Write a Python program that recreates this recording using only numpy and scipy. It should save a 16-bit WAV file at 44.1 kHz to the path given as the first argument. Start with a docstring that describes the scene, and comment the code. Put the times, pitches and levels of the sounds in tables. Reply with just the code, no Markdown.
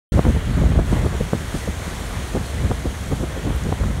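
"""Surf breaks on a rocky shore: a steady roar, and foam that hisses louder as a wave washes in.
Gusty wind rumbles on the microphone; eddies flutter across it and the sharpest ones thump.
Roar, foam and wind are coloured noise riding level curves; each thump is one pressure pulse.
Two tiny ticks sound close by. The sound begins after a moment of silence."""
import sys
import numpy as np
from scipy import signal
from scipy.fft import rfft, irfft, next_fast_len
from scipy.io import wavfile
from scipy.ndimage import uniform_filter1d, map_coordinates

SR = 44100
rng = np.random.default_rng(int(sys.argv[2]) if len(sys.argv) > 2 else 0)


def master_out(mix):
    """Clip the mix to full scale and print it as 16-bit PCM to the path in sys.argv[1]."""
    frames = np.transpose(np.atleast_2d(mix))
    ceiling = np.clip(frames, -1, 1)
    pcm = np.round(ceiling * 32767).astype(np.int16)
    wavfile.write(sys.argv[1], SR, pcm)


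N = 176400

# eddies crossing the microphone: t/s, level/dB, half length/s, brightness/(dB per octave)
WIND_EDDIES = [(0.137, -24.5, 0.011, 2), (.186, -18.5, 0.011, 4.5), (0.267, -17.5, 0.011, 3),
               (0.3, -15.5, 0.0069, -3), (0.363, -21, 0.015, -0.5), (0.578, -23, 0.0064, 2),
               (.616, -19, .007, -1), (0.64, -19, 0.0048, -3), (0.662, -27, 0.0054, 4.5),
               (0.723, -26, .006, 5.5), (0.757, -25, .01, 1), (0.792, -17.5, .012, 2.5),
               (.93, -15, 0.0056, 0.5), (0.963, -30, 0.023, 6.5), (1.055, -19.5, .017, 1),
               (1.144, -26, .008, 6.5), (1.207, -15.5, 0.0086, -3), (1.335, -15.5, .005, 0.5),
               (1.357, -18.5, 0.0055, -2), (1.553, -20.5, 0.013, -3.5), (1.683, -22.5, .011, 1.5),
               (1.873, -27, 0.0064, -4), (2.016, -30, .008, -1), (2.358, -17.5, .013, 1),
               (2.41, -26, 0.009, -3), (2.648, -25.5, 0.023, 2.5), (2.713, -16.5, .009, 1),
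               (2.858, -21, 0.01, 2.5), (3.127, -20.5, 0.013, 2), (3.224, -21, 0.015, 2),
               (3.379, -30, 0.024, 6), (3.466, -19, 0.017, -0.5), (3.56, -32, .008, 3),
               (3.66, -22, .012, -1), (3.695, -21, 0.0066, 1.5), (3.727, -15, .005, -1),
               (3.808, -22.5, 0.0057, 1.5), (3.839, -28, 0.0061, 7), (3.909, -33, 0.019, 6)]


def breakers():
    """The steady roar of white water, churning slightly."""
    # swell of the roar: t/s, level/dB
    roar_levels = [(.12, -34), (.5, -33), (.85, -34), (.95, -30.5), (1.1, -33.5), (1.6, -34), (2.1, -33),
                   (2.4, -34), (2.7, -33.8), (3, -35.5), (3.5, -34.5), (4, -36)]
    # tone of the roar: f/Hz, level/dB
    roar_spectrum = [(60, 2), (200, -0.5), (500, 0), (800, -3), (1300, -4.5), (2000, -5.5), (2700, -12),
                     (3300, -10.5), (5000, -28), (16000, -60)]
    churn_db = 0.39 * wobble(per_s=11)
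    return amp(curve(roar_levels) + churn_db) * rush(roar_spectrum, patchy_db=0.96)


def foam():
    """Foam hisses on the rocks, with a fine crackle of bursting bubbles."""
    # wash of the foam: t/s, level/dB
    foam_levels = [(.12, -42), (.22, -43.5), (.29, -42.5), (.4, -45), (.55, -44), (.82, -46), (.92, -41),
                   (1.02, -43), (1.47, -42), (1.56, -39), (1.68, -42), (1.97, -40), (2.07, -41.5),
                   (2.3, -40.8), (2.75, -42.7), (3.12, -42.5), (3.52, -44.5), (3.63, -42.5), (4, -45.2)]
    # tone of hiss and crackle: f/Hz, level/dB
    foam_spectrum = [(800, -12), (2600, -4.5), (3300, 0), (4300, 1.5), (4900, -4.5), (5400, -1.5),
                     (6400, 1.5), (8000, -1.5), (9000, 0), (9800, -2.5), (10400, -7.5), (11100, -4.5),
                     (12500, -10), (15500, -15.5)]
    pops_per_s, crackle_db = 460, -9.5  # level relative to the hiss
    pops = (rng.random(N) < pops_per_s / SR) * rng.standard_normal(N)
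    crackle = unit(filtered(pops, colour(foam_spectrum)))
    wash = amp(curve(foam_levels) + 0.23 * wobble(per_s=18))
    hiss = rush(foam_spectrum, patchy_db=0.96)
    return wash * (hiss + amp(crackle_db) * crackle)


def wind_rumble():
    """Low, lumpy turbulence on the microphone follows the gusts and lifts around each eddy."""
    # strength of the gusts: t/s, level/dB
    gust_levels = [(.12, -17), (.17, -13.5), (.235, -20.5), (.31, -13), (.37, -22), (.44, -23.5),
                   (.56, -14), (.69, -16), (.81, -16), (.87, -21), (.93, -18), (1.06, -18), (1.16, -25.5),
                   (1.25, -22.5), (1.29, -26), (1.37, -25.5), (1.47, -26), (1.56, -28.5), (1.66, -24.5),
                   (1.9, -28.5), (2.12, -25), (2.36, -27.5), (2.5, -26.5), (2.62, -19), (2.71, -22.5),
                   (2.79, -26), (3.05, -27), (3.16, -22.5), (3.23, -26.5), (3.34, -29), (3.5, -22.5),
                   (3.78, -26.5), (3.86, -19), (3.95, -20.5), (4, -23.5)]
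    # tone of the rumble: f/Hz, level/dB
    rumble_spectrum = [(15, -45), (25, -30), (36, -6.5), (55, -0.5), (75, -1.5), (110, -7.5), (170, -11.5),
                       (250, -19), (400, -31.5), (800, -42), (3000, -89)]
    surge_db, surge_half_s = 3, 0.019
    t = np.arange(N) / SR
    air = unit(filtered(rng.standard_normal(N), colour(rumble_spectrum)))
    power = np.abs(uniform_filter1d(air ** 2, size=3000))
    air = air / np.sqrt(power + 1e-6)  # level the noise so the gusts shape it
    surges = [np.exp(-.5 * ((t - at_s) / surge_half_s) ** 2) for at_s, *_ in WIND_EDDIES]
    lift_db = surge_db * (np.max(surges, axis=0) - 0.5)
    lumps_db = 1.9 * wobble(per_s=22.24)
    return amp(curve(gust_levels) + lift_db + lumps_db) * air


def eddies():
    """Each eddy is a brief, fluttering swell of brighter turbulence."""
    # tone of an eddy before its brightness tilt: f/Hz, level/dB
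    eddy_spectrum = [(30, -19), (80, 2), (160, 2), (300, -4.5), (550, -9.5), (800, -21.5), (1300, -30),
                     (2500, -54), (8000, -84)]
    flutter_per_s, flutter_db = 170.3, 4.5
    out, t = np.zeros(N), np.arange(-SR // 12, SR // 12) / SR
    for at_s, db, half_s, bright_db in WIND_EDDIES:
        tone = lambda hz: colour(eddy_spectrum)(hz) * amp(bright_db * np.log2(hz + 1))
        flutter = map_coordinates(rng.standard_normal(128), [(t - t[0]) * flutter_per_s], mode="mirror")
        swell = np.exp(-.5 * (t / half_s) ** 2)
        puff = swell * amp(flutter_db * flutter) * filtered(rng.standard_normal(len(t)), tone)
        add(out, at_s + t[0], amp(db) * puff * np.linalg.norm(swell) / np.linalg.norm(puff))
    return out


def thumps():
    """A sharp eddy gives one rounded push, and the microphone port swings back."""
    # pressure pulses: t/s, peak level/dB, corner f/Hz
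    pulses = [(0.1924, -5, 530), (.252, -11.5, 1010), (.283, -17, 202), (.637, -12.5, 497),
              (.791, -18.5, 550), (0.93, -11.5, 444), (1.046, -17, 800), (1.333, -7.5, 595),
              (2.353, -13, 540), (2.714, -12, 900), (3.119, -17, 550), (3.506, -16.5, 550),
              (3.726, -7.5, 640)]
    port_hz, port_q, top_hz = 190, 1.37, 1690
    port = lambda hz: (hz / port_hz) ** 2 / (1 + 1j * hz / port_hz / port_q - (hz / port_hz) ** 2)
    treble_cut = lambda hz: 1 / (1 + 1.2j * hz / top_hz - (hz / top_hz) ** 2)
    out = np.zeros(N)
    for at_s, db, corner_hz in pulses:
        rounded = lambda hz: 1 / (1 + 1j * hz / corner_hz - (hz / corner_hz) ** 2)
        push = filtered(signal.unit_impulse(SR // 20), lambda hz: rounded(hz) * port(hz) * treble_cut(hz))
        add(out, at_s, amp(db) * push / np.abs(push).max())
    return out


def ticks():
    """Tiny bright ticks, perhaps drops of spray landing nearby."""
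    # tick cues: t/s, peak level/dB, centre f/Hz
    cues = [(3.562, -31, 11000), (3.637, -28, 6300)]
    decay_s, width_octaves = 0.0014, 0.27
    out, t = np.zeros(N), np.arange(SR // 50) / SR
    for at_s, db, centre_hz in cues:
        band = lambda hz: np.exp(-.5 * (np.log2((hz + 1) / centre_hz) / width_octaves) ** 2)
        tick = filtered(rng.standard_normal(len(t)), band) * np.exp(-t / decay_s)
        add(out, at_s, amp(db) * tick / np.abs(tick).max())
    return out


def rush(spectrum, patchy_db):
    """Coloured noise of rms 1, with patches of random gain across time and frequency."""
    bins = signal.stft(rng.standard_normal(N), nperseg=512)[2]
    patches = uniform_filter1d(rng.standard_normal(bins.shape), size=7, axis=0)
    patches = uniform_filter1d(patches, size=14, axis=1)
    noise = signal.istft(bins * amp(patchy_db * unit(patches)), nperseg=512)[1][:N]
    return unit(filtered(noise, colour(spectrum)))


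def amp(db):
    """Decibels to gain."""
    return 10 ** (np.asarray(db) / 20)


def unit(x):
    """Scale to rms 1."""
    return x / np.sqrt(np.mean(x ** 2) + 1e-20)


def curve(rows):
    """One value per sample from rows of t/s, value."""
    return np.interp(np.arange(N) / SR, *np.transpose(rows))


def wobble(per_s):
    """A smooth random curve with per_s knots a second."""
    knots = rng.standard_normal(int(N * per_s / SR) + 4)
    return map_coordinates(knots, [np.arange(N) * per_s / SR])


def filtered(x, response):
    """Filter x by a gain given as a function of frequency."""
    size = next_fast_len(len(x) + 8192)
    hz = np.fft.rfftfreq(size, 1 / SR)
    return irfft(rfft(x, size) * response(hz), size)[:len(x)]


def colour(spectrum):
    """An EQ curve through rows of f/Hz, level/dB on a log frequency axis."""
    f, db = np.transpose(spectrum)
    return lambda hz: amp(np.interp(np.log(hz + 1), np.log(f + 1), db))


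def add(out, at_s, x):
    """Mix x into out from time at_s."""
    i = max(round(at_s * SR), 0)
    out[i:i + len(x)] += x[:len(out[i:])]


def scene():
    """The sea ahead and the wind on the microphone, in mono."""
    return (breakers() + foam() + wind_rumble() + eddies() + thumps() + ticks())[None]


def record(dry):
    """The microphone rolls off the deepest bass; the sound opens after a moment, its top treble cut."""
    start_s, fade_s = .12, .002
    low_cut_hz, top_hz = 27, 15750
    fade_in = np.clip((np.arange(N) / SR - start_s) / fade_s, 0, 1)
    heard = filtered(dry[0], lambda hz: hz ** 4 / np.hypot(hz ** 4, low_cut_hz ** 4))
    return filtered(heard * fade_in, lambda hz: hz < top_hz)[None]


dry = scene()
out = record(dry)
master_out(out)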